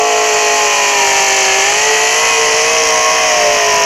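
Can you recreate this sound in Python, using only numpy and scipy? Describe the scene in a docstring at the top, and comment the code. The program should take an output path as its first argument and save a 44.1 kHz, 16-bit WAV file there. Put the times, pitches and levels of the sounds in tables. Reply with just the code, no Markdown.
"""A pulling truck's V8 at the far end of a dirt track: it sags for 1.5 s, surges by 2.8 s, then sags again.
Throughout, unevenly timed firings give a stack of exhaust tones and a rasp of sharp cracks.
Echoed gas hiss pulses below and spits above; its colour shifts from 2 to 3 s while bands of sizzle sink.
A low rumble comes up underneath after the start. A fast limiter flattens the peaks."""
import sys
import numpy as np
from scipy import signal
from scipy.fft import rfft, irfft
from scipy.io import wavfile
from scipy.ndimage import uniform_filter1d, minimum_filter1d

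SR = 44100
rng = np.random.default_rng(int(sys.argv[2]) if len(sys.argv) > 2 else 0)


def generate_wav(sig):
    """Save sig (samples, or channels by samples) to the path in sys.argv[1] as 16-bit PCM at SR."""
    pcm = np.round(np.clip(np.atleast_2d(sig).T, -1, 1) * 32767).astype(np.int16)
    wavfile.write(sys.argv[1], SR, pcm)


N = 169785

# cylinders in firing order: relative strength/dB, lateness/firing interval
CYLINDERS = [(-2.5, -0.084), (-3.5, 0.07), (1, -0.052), (-1.2, -0.028), (-0.5, 0.084), (2, -0.0086),
             (-0.5, -.05), (0.8, 0.049)]
TONE_DRIFT_DB = 2.5


def amp(db):
    """Decibels to gain."""
    return 10 ** (np.asarray(db) / 20)


def unit(x):
    """Scale to an rms of one."""
    return x / np.sqrt(np.mean(abs(x) ** 2) + 1e-20)


def curve(rows, column=1):
    """Interpolate one column over time, at every sample."""
    rows = np.array(rows)
    return np.interp(np.arange(N) / SR, rows[:, 0], rows[:, column])


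def colour(points, hz):
    """Gain of a spectrum at the given frequencies, linear in dB over log frequency."""
    f, db = np.transpose(points)
    return amp(np.interp(np.log(hz + 1), np.log(f), db))


def shaped(x, points):
    """Filter x by a spectrum."""
    return irfft(rfft(x) * colour(points, np.fft.rfftfreq(N, 1 / SR)), N)


def wander(rate_hz):
    """Smooth random drift of rms one, up to about the given rate."""
    size = 2048
    hz = np.fft.rfftfreq(size, N / SR / size)
    spectrum = rfft(rng.standard_normal(size)) * np.exp(-(hz / rate_hz) ** 2)
    slow = unit(irfft(spectrum))
    return np.interp(np.linspace(0, size - 1, N), np.arange(size), slow)


def engine_cycles():
    """Engine cycles run so far: the integral of the cycle rate under load, plus a slight jitter."""
    # t/s, cycle rate/Hz (one cycle = two crank turns = eight firings)
    cycle_rate = [(0.0, 54.02), (0.21, 53.86), (0.44, 53.15), (0.55, 53.11), (0.9, 51.66), (1.06, 49.92),
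                  (1.22, 49.4), (1.5, 48.27), (1.61, 48.86), (1.8, 53.6), (1.89, 54.4), (2.05, 54.58),
                  (2.24, 57.3), (2.28, 57.32), (2.51, 55.45), (2.73, 58.43), (2.8, 57.8), (2.89, 57.04),
                  (2.97, 56.85), (3.18, 57.5), (3.27, 56.82), (3.41, 54.53), (3.74, 52.26), (3.85, 51.56)]
    jitter_cycles, jitter_hz = 0.002, 8.1
    return 1 + np.cumsum(curve(cycle_rate)) / SR + jitter_cycles * wander(jitter_hz)


def tone(cycles, multiple, db, drift_db):
    """One multiple of the cycle rate, drifting and fluttering in the open air."""
    drift_hz, flutter_hz = 6.5, 17.3
    flutter = 0.13  # rms: radians of phase, and share of amplitude
    phase = 2 * np.pi * (multiple * cycles + rng.random()) + flutter * wander(flutter_hz)
    level = np.sqrt(2) * amp(db + drift_db * wander(drift_hz))
    return level * (1 + flutter * wander(flutter_hz)) * np.cos(phase)


def exhaust_tones(cycles):
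    """The firing tone (8), its octave (16) and the other cycle multiples that uneven firing adds."""
    # swelling tones, named by multiple of the cycle rate: t/s, level/dB
    tone_5 = [(0, -43.5), (.85, -41), (1.05, -51), (2.1, -46), (2.9, -36.5), (3.85, -44.5)]
    firing_tone = [(0, -17), (.2, -17), (.9, -26), (1.15, -22), (1.75, -25), (1.93, -17), (2.2, -23.5),
                   (2.5, -19.5), (2.88, -20.5), (3.12, -27), (3.85, -22.5)]
    tone_9 = [(0, -26.5), (1, -41), (2.8, -34.5), (3.85, -42)]
    tone_11 = [(0, -27), (.25, -32.5), (.65, -23.5), (1.05, -32.5), (1.35, -28.5), (1.65, -34.5),
               (2, -26.5), (2.25, -30), (2.7, -19.5), (3.05, -22.5), (3.5, -17), (3.85, -34)]
    tone_12 = [(0, -24.5), (.35, -26), (.78, -40), (1, -27), (1.4, -33.5), (3.2, -29.5), (3.65, -25.5),
               (3.85, -29)]
    tone_13 = [(0, -18), (.4, -21), (.75, -25), (1.35, -27.5), (1.7, -25.5), (2.05, -22), (2.3, -27),
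               (2.8, -23.5), (3.4, -18.5), (3.85, -20)]
    tone_14 = [(.45, -50), (.75, -34), (2.2, -32.5), (3.85, -35)]
    firing_octave = [(0, -25.5), (.45, -21.5), (2, -21), (2.2, -28), (2.7, -33), (3.85, -36)]
    tone_17 = [(0, -41), (.45, -31), (1.3, -37), (1.85, -43), (2.25, -26), (2.6, -33), (3.15, -21.5),
               (3.5, -31), (3.85, -26)]
    tone_18 = [(0, -37), (2.9, -29.5), (3.35, -31), (3.7, -43)]
    tone_19 = [(0, -25), (.55, -34.5), (.8, -20), (1.1, -21), (1.45, -32), (1.95, -36), (2.3, -21.5),
               (2.7, -26.5), (3.1, -18.5), (3.4, -26.5), (3.7, -18.5), (3.85, -19)]
    tone_20 = [(0, -29.5), (.45, -24.5), (1.4, -27), (2.1, -37), (3.1, -32), (3.4, -25), (3.85, -27)]
    # weaker tones: multiple of the cycle rate, mid-run level/dB, trend/(dB/s)
    weak_tones = [(3, -55, 0.5), (6, -48, -1.5), (7, -43, 1.5), (10, -40, 2.5), (15, -40, -6.5),
                  (21, -37.5, -3.5), (23, -38.5, -0.5), (25, -42, -3.5)]
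    swelling = {5: tone_5, 8: firing_tone, 9: tone_9, 11: tone_11, 12: tone_12, 13: tone_13,
                14: tone_14, 16: firing_octave, 17: tone_17, 18: tone_18, 19: tone_19, 20: tone_20}
    swelling_drift_db = 1.56
    from_middle_s = (np.arange(N) - N / 2) / SR
    out = np.zeros(N)
    for multiple, level in swelling.items():
        out += tone(cycles, multiple, curve(level), swelling_drift_db)
    for multiple, db, trend in weak_tones:
        out += tone(cycles, multiple, db + trend * from_middle_s, TONE_DRIFT_DB)
    return out


def upper_tones(cycles):
    """Single high multiples of the cycle rate swell out of the rasp and fade as the truck moves."""
    # multiple of the cycle rate, t of peak/s, peak level/dB
    peaks = [(47, 0.69, -27.5), (55, 0.74, -30), (36, 1.4, -28.5), (35, 2.1, -28), (44, 2.34, -25.5),
             (39, 2.84, -29)]
    swell_s = 0.55  # from the peak to 3 dB down
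    t = np.arange(N) / SR
    out = np.zeros(N)
    for multiple, peak_s, db in peaks:
        swell = 1 / np.hypot(1, (t - peak_s) / swell_s)
        out += tone(cycles, multiple, db, TONE_DRIFT_DB) * swell
    return out


def rasp(cycles):
    """One sharp crack per firing, early or late by cylinder; the pipe delays its treble."""
    # f/Hz, relative gain/dB
    rasp_spectrum = [(800, -27.5), (1200, -2.5), (1500, -8.5), (1850, 1), (2500, 4.1), (3100, 1),
                     (3550, -17.5), (4600, -16.5), (8000, -39.5)]
    # t/s, relative level/dB
    rasp_level = [(0, -4), (.35, -1), (1, 0.5), (1.6, 1.5), (2.3, 0.5), (2.8, -2.5), (3.85, 1.5)]
    rasp_db = -18.5
    late_drift, late_drift_hz, late_scatter = .011, 4, .008  # drift and scatter in firing intervals
    crack_scatter_db = 1.1
    smear_s, smear_hz = 0.001195, 1993  # delay grows by smear_s per smear_hz
    firings = cycles * len(CYLINDERS)
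    cracks = np.zeros(N)
    for place, (db, lateness) in enumerate(CYLINDERS):
        late = lateness + late_drift * wander(late_drift_hz)
        due = place + len(CYLINDERS) * np.arange(SR // 180)  # more cycles than the run needs
        scatter, strength = rng.standard_normal((2, len(due)))
        at = np.interp(due + late_scatter * scatter, firings - late, np.arange(N))
        at = np.round(at).astype(int)
        inside = (at > 0) & (at < N - 1)
        cracks[at] += amp(db + crack_scatter_db * strength) * inside
    hz = np.fft.rfftfreq(N, 1 / SR)
    smear = np.exp(-1j * np.pi * hz ** 2 * smear_s / smear_hz)
    piped = irfft(rfft(cracks) * colour(rasp_spectrum, hz) * smear, N)
    return amp(rasp_db) * unit(piped) * unit(amp(curve(rasp_level)))


def hiss(pulsing, spitting):
    """Gas noise, pulsing below and spitting above, whose colour shifts as the truck moves."""
    # early and late spectra: f/Hz, relative density/dB
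    early_spectrum = [(100, -36), (300, -17), (450, -9), (700, -2.5), (1050, -5), (1450, -8), (1850, -2),
                      (2550, -0.5), (3130, -1.5), (3480, -15), (4000, -12), (4330, -2.5), (4700, -5),
                      (5400, -3.5), (5900, 2.5), (6600, 2), (7300, -2.5), (8400, -20.5), (11700, -21),
                      (14300, -44), (15500, -42)]
    late_spectrum = [(100, -28), (300, -25), (450, -2.5), (700, -3.5), (1050, -1.5), (1450, -6.5),
                     (1850, 3), (2450, -1), (3130, -2.5), (3480, -15), (4000, -11), (4700, -5), (5350, 1.5),
                     (5950, 4), (6650, 1.5), (7200, -8.5), (8400, -19), (12200, -26.5), (14300, -43),
                     (15500, -37)]
    # t/s, relative level/dB
    hiss_level = [(0.0, -18), (0.3, -14), (1.58, -12), (3.8, -14.5), (3.85, -16)]
    # sizzle bands: t/s, centre f/Hz, relative density/dB
    first_sizzle = [(0, 12100, -25.5), (1.25, 11640, -21.5), (1.6, 11000, -31), (2.15, 10800, -15.5),
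                    (2.7, 9800, -18.5), (3.2, 9846, -20), (3.85, 9167, -24)]
    second_sizzle = [(1.9, 13500, -45), (2.7, 12700, -27), (3.85, 11910, -20)]
    change_s = 2.07, 3  # start and end of the colour shift
    offset_db, split_hz = -1.5, 3450
    low = signal.butter(4, split_hz, "low", fs=SR, output="sos")
    high = signal.butter(4, split_hz, "high", fs=SR, output="sos")
    gas = signal.sosfilt(low, rng.standard_normal(N) * pulsing)
    gas += signal.sosfilt(high, rng.standard_normal(N) * spitting)
    late = np.interp(np.arange(N) / SR, change_s, [0, 1])
    body = (1 - late) * shaped(gas, early_spectrum) + late * shaped(gas, late_spectrum)
    body += sizzle(first_sizzle, spitting) + sizzle(second_sizzle, spitting)
    return amp(offset_db + curve(hiss_level)) * unit(body)


def bursts(cycles):
    """Envelope of one gas swell per firing, strong or weak by cylinder."""
    depth, scatter_db = 0.36, 0.3
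    firings = cycles * len(CYLINDERS)
    index = firings.astype(int)
    burst_db = np.take(np.array(CYLINDERS)[:, 0], index, mode="wrap")
    burst_db = burst_db + scatter_db * rng.standard_normal(N)[index]
    strength = uniform_filter1d(amp(burst_db), size=50)  # softens the steps
    return unit(strength * (1 - depth * np.cos(2 * np.pi * firings)))


def spits(cycles):
    """Treble envelope: an uneven pattern that repeats each cycle and slowly changes, plus flutter."""
    spit_db, spit_drift_hz = 2.5, 2.4
    flutter_db, flutter_hz = 0.46, 26
    pattern = np.zeros(N)
    for k in range(1, 21):
        phase = 2 * np.pi * k * cycles
        wave = wander(spit_drift_hz) * np.cos(phase) + wander(spit_drift_hz) * np.sin(phase)
        pattern += wave / k ** 0.28
    return unit(amp(spit_db * unit(pattern) + flutter_db * wander(flutter_hz)))


def sizzle(band, spitting):
    """Spitting noise, low-passed around a carrier that sinks through the top octave."""
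    half_width_hz = 770
    carrier = np.exp(2j * np.pi * np.cumsum(curve(band)) / SR)
    narrow = signal.butter(3, half_width_hz, fs=SR, output="sos")
    base = signal.sosfilt(narrow, rng.standard_normal(N) * spitting / carrier)
    return 2 * amp(curve(band, 2)) * (carrier * base).real


def grounds(x):
    """Add sparse, decaying echoes from the stands and the trees."""
    echo_db, t60_s = -11, 0.29
    t = np.arange(SR // 2) / SR
    sparse = rng.standard_normal(len(t)) * (rng.random(len(t)) < .05)
    taps = sparse * np.exp(-np.log(1000) * t / t60_s)
    echo = signal.fftconvolve(x, taps / np.linalg.norm(taps))[:N]
    return x + amp(echo_db) * echo


def ground_rumble():
    """Low rumble of the grounds: noise shaped by a spectrum, then by a level curve."""
    # f/Hz, relative density/dB
    rumble_spectrum = [(15, -6), (50, 2.5), (90, 0.5), (170, 3.5), (300, 4), (600, 4.5), (2000, -50)]
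    # t/s, level/dB
    rumble_level = [(0, -51), (1.3, -42), (2.4, -38.5), (3.3, -40), (3.47, -34), (3.65, -40), (3.85, -41)]
    noise = shaped(rng.standard_normal(N), rumble_spectrum)
    return amp(curve(rumble_level)) * unit(noise)


def scene():
    """Exhaust tones, rasp and echoed hiss, all timed by one engine, over the rumble."""
    cycles = engine_cycles()
    tones = exhaust_tones(cycles) + upper_tones(cycles)
    echoed_hiss = grounds(hiss(bursts(cycles), spits(cycles)))
    return (tones + rasp(cycles) + echoed_hiss + ground_rumble())[None]


def record(dry):
    """A fast limiter holds peaks under the ceiling; a steep low-pass follows."""
    ceiling, edge_hz = 0.67, 15780
    gain = minimum_filter1d(ceiling / np.maximum(abs(dry), ceiling), size=11)
    smooth_gain = uniform_filter1d(uniform_filter1d(gain, size=7), size=5)
    low_pass = signal.firwin(1023, edge_hz, window=("kaiser", 9), fs=SR)
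    return signal.oaconvolve(dry * smooth_gain, low_pass[None], "same")


dry = scene()
out = record(dry)
generate_wav(out)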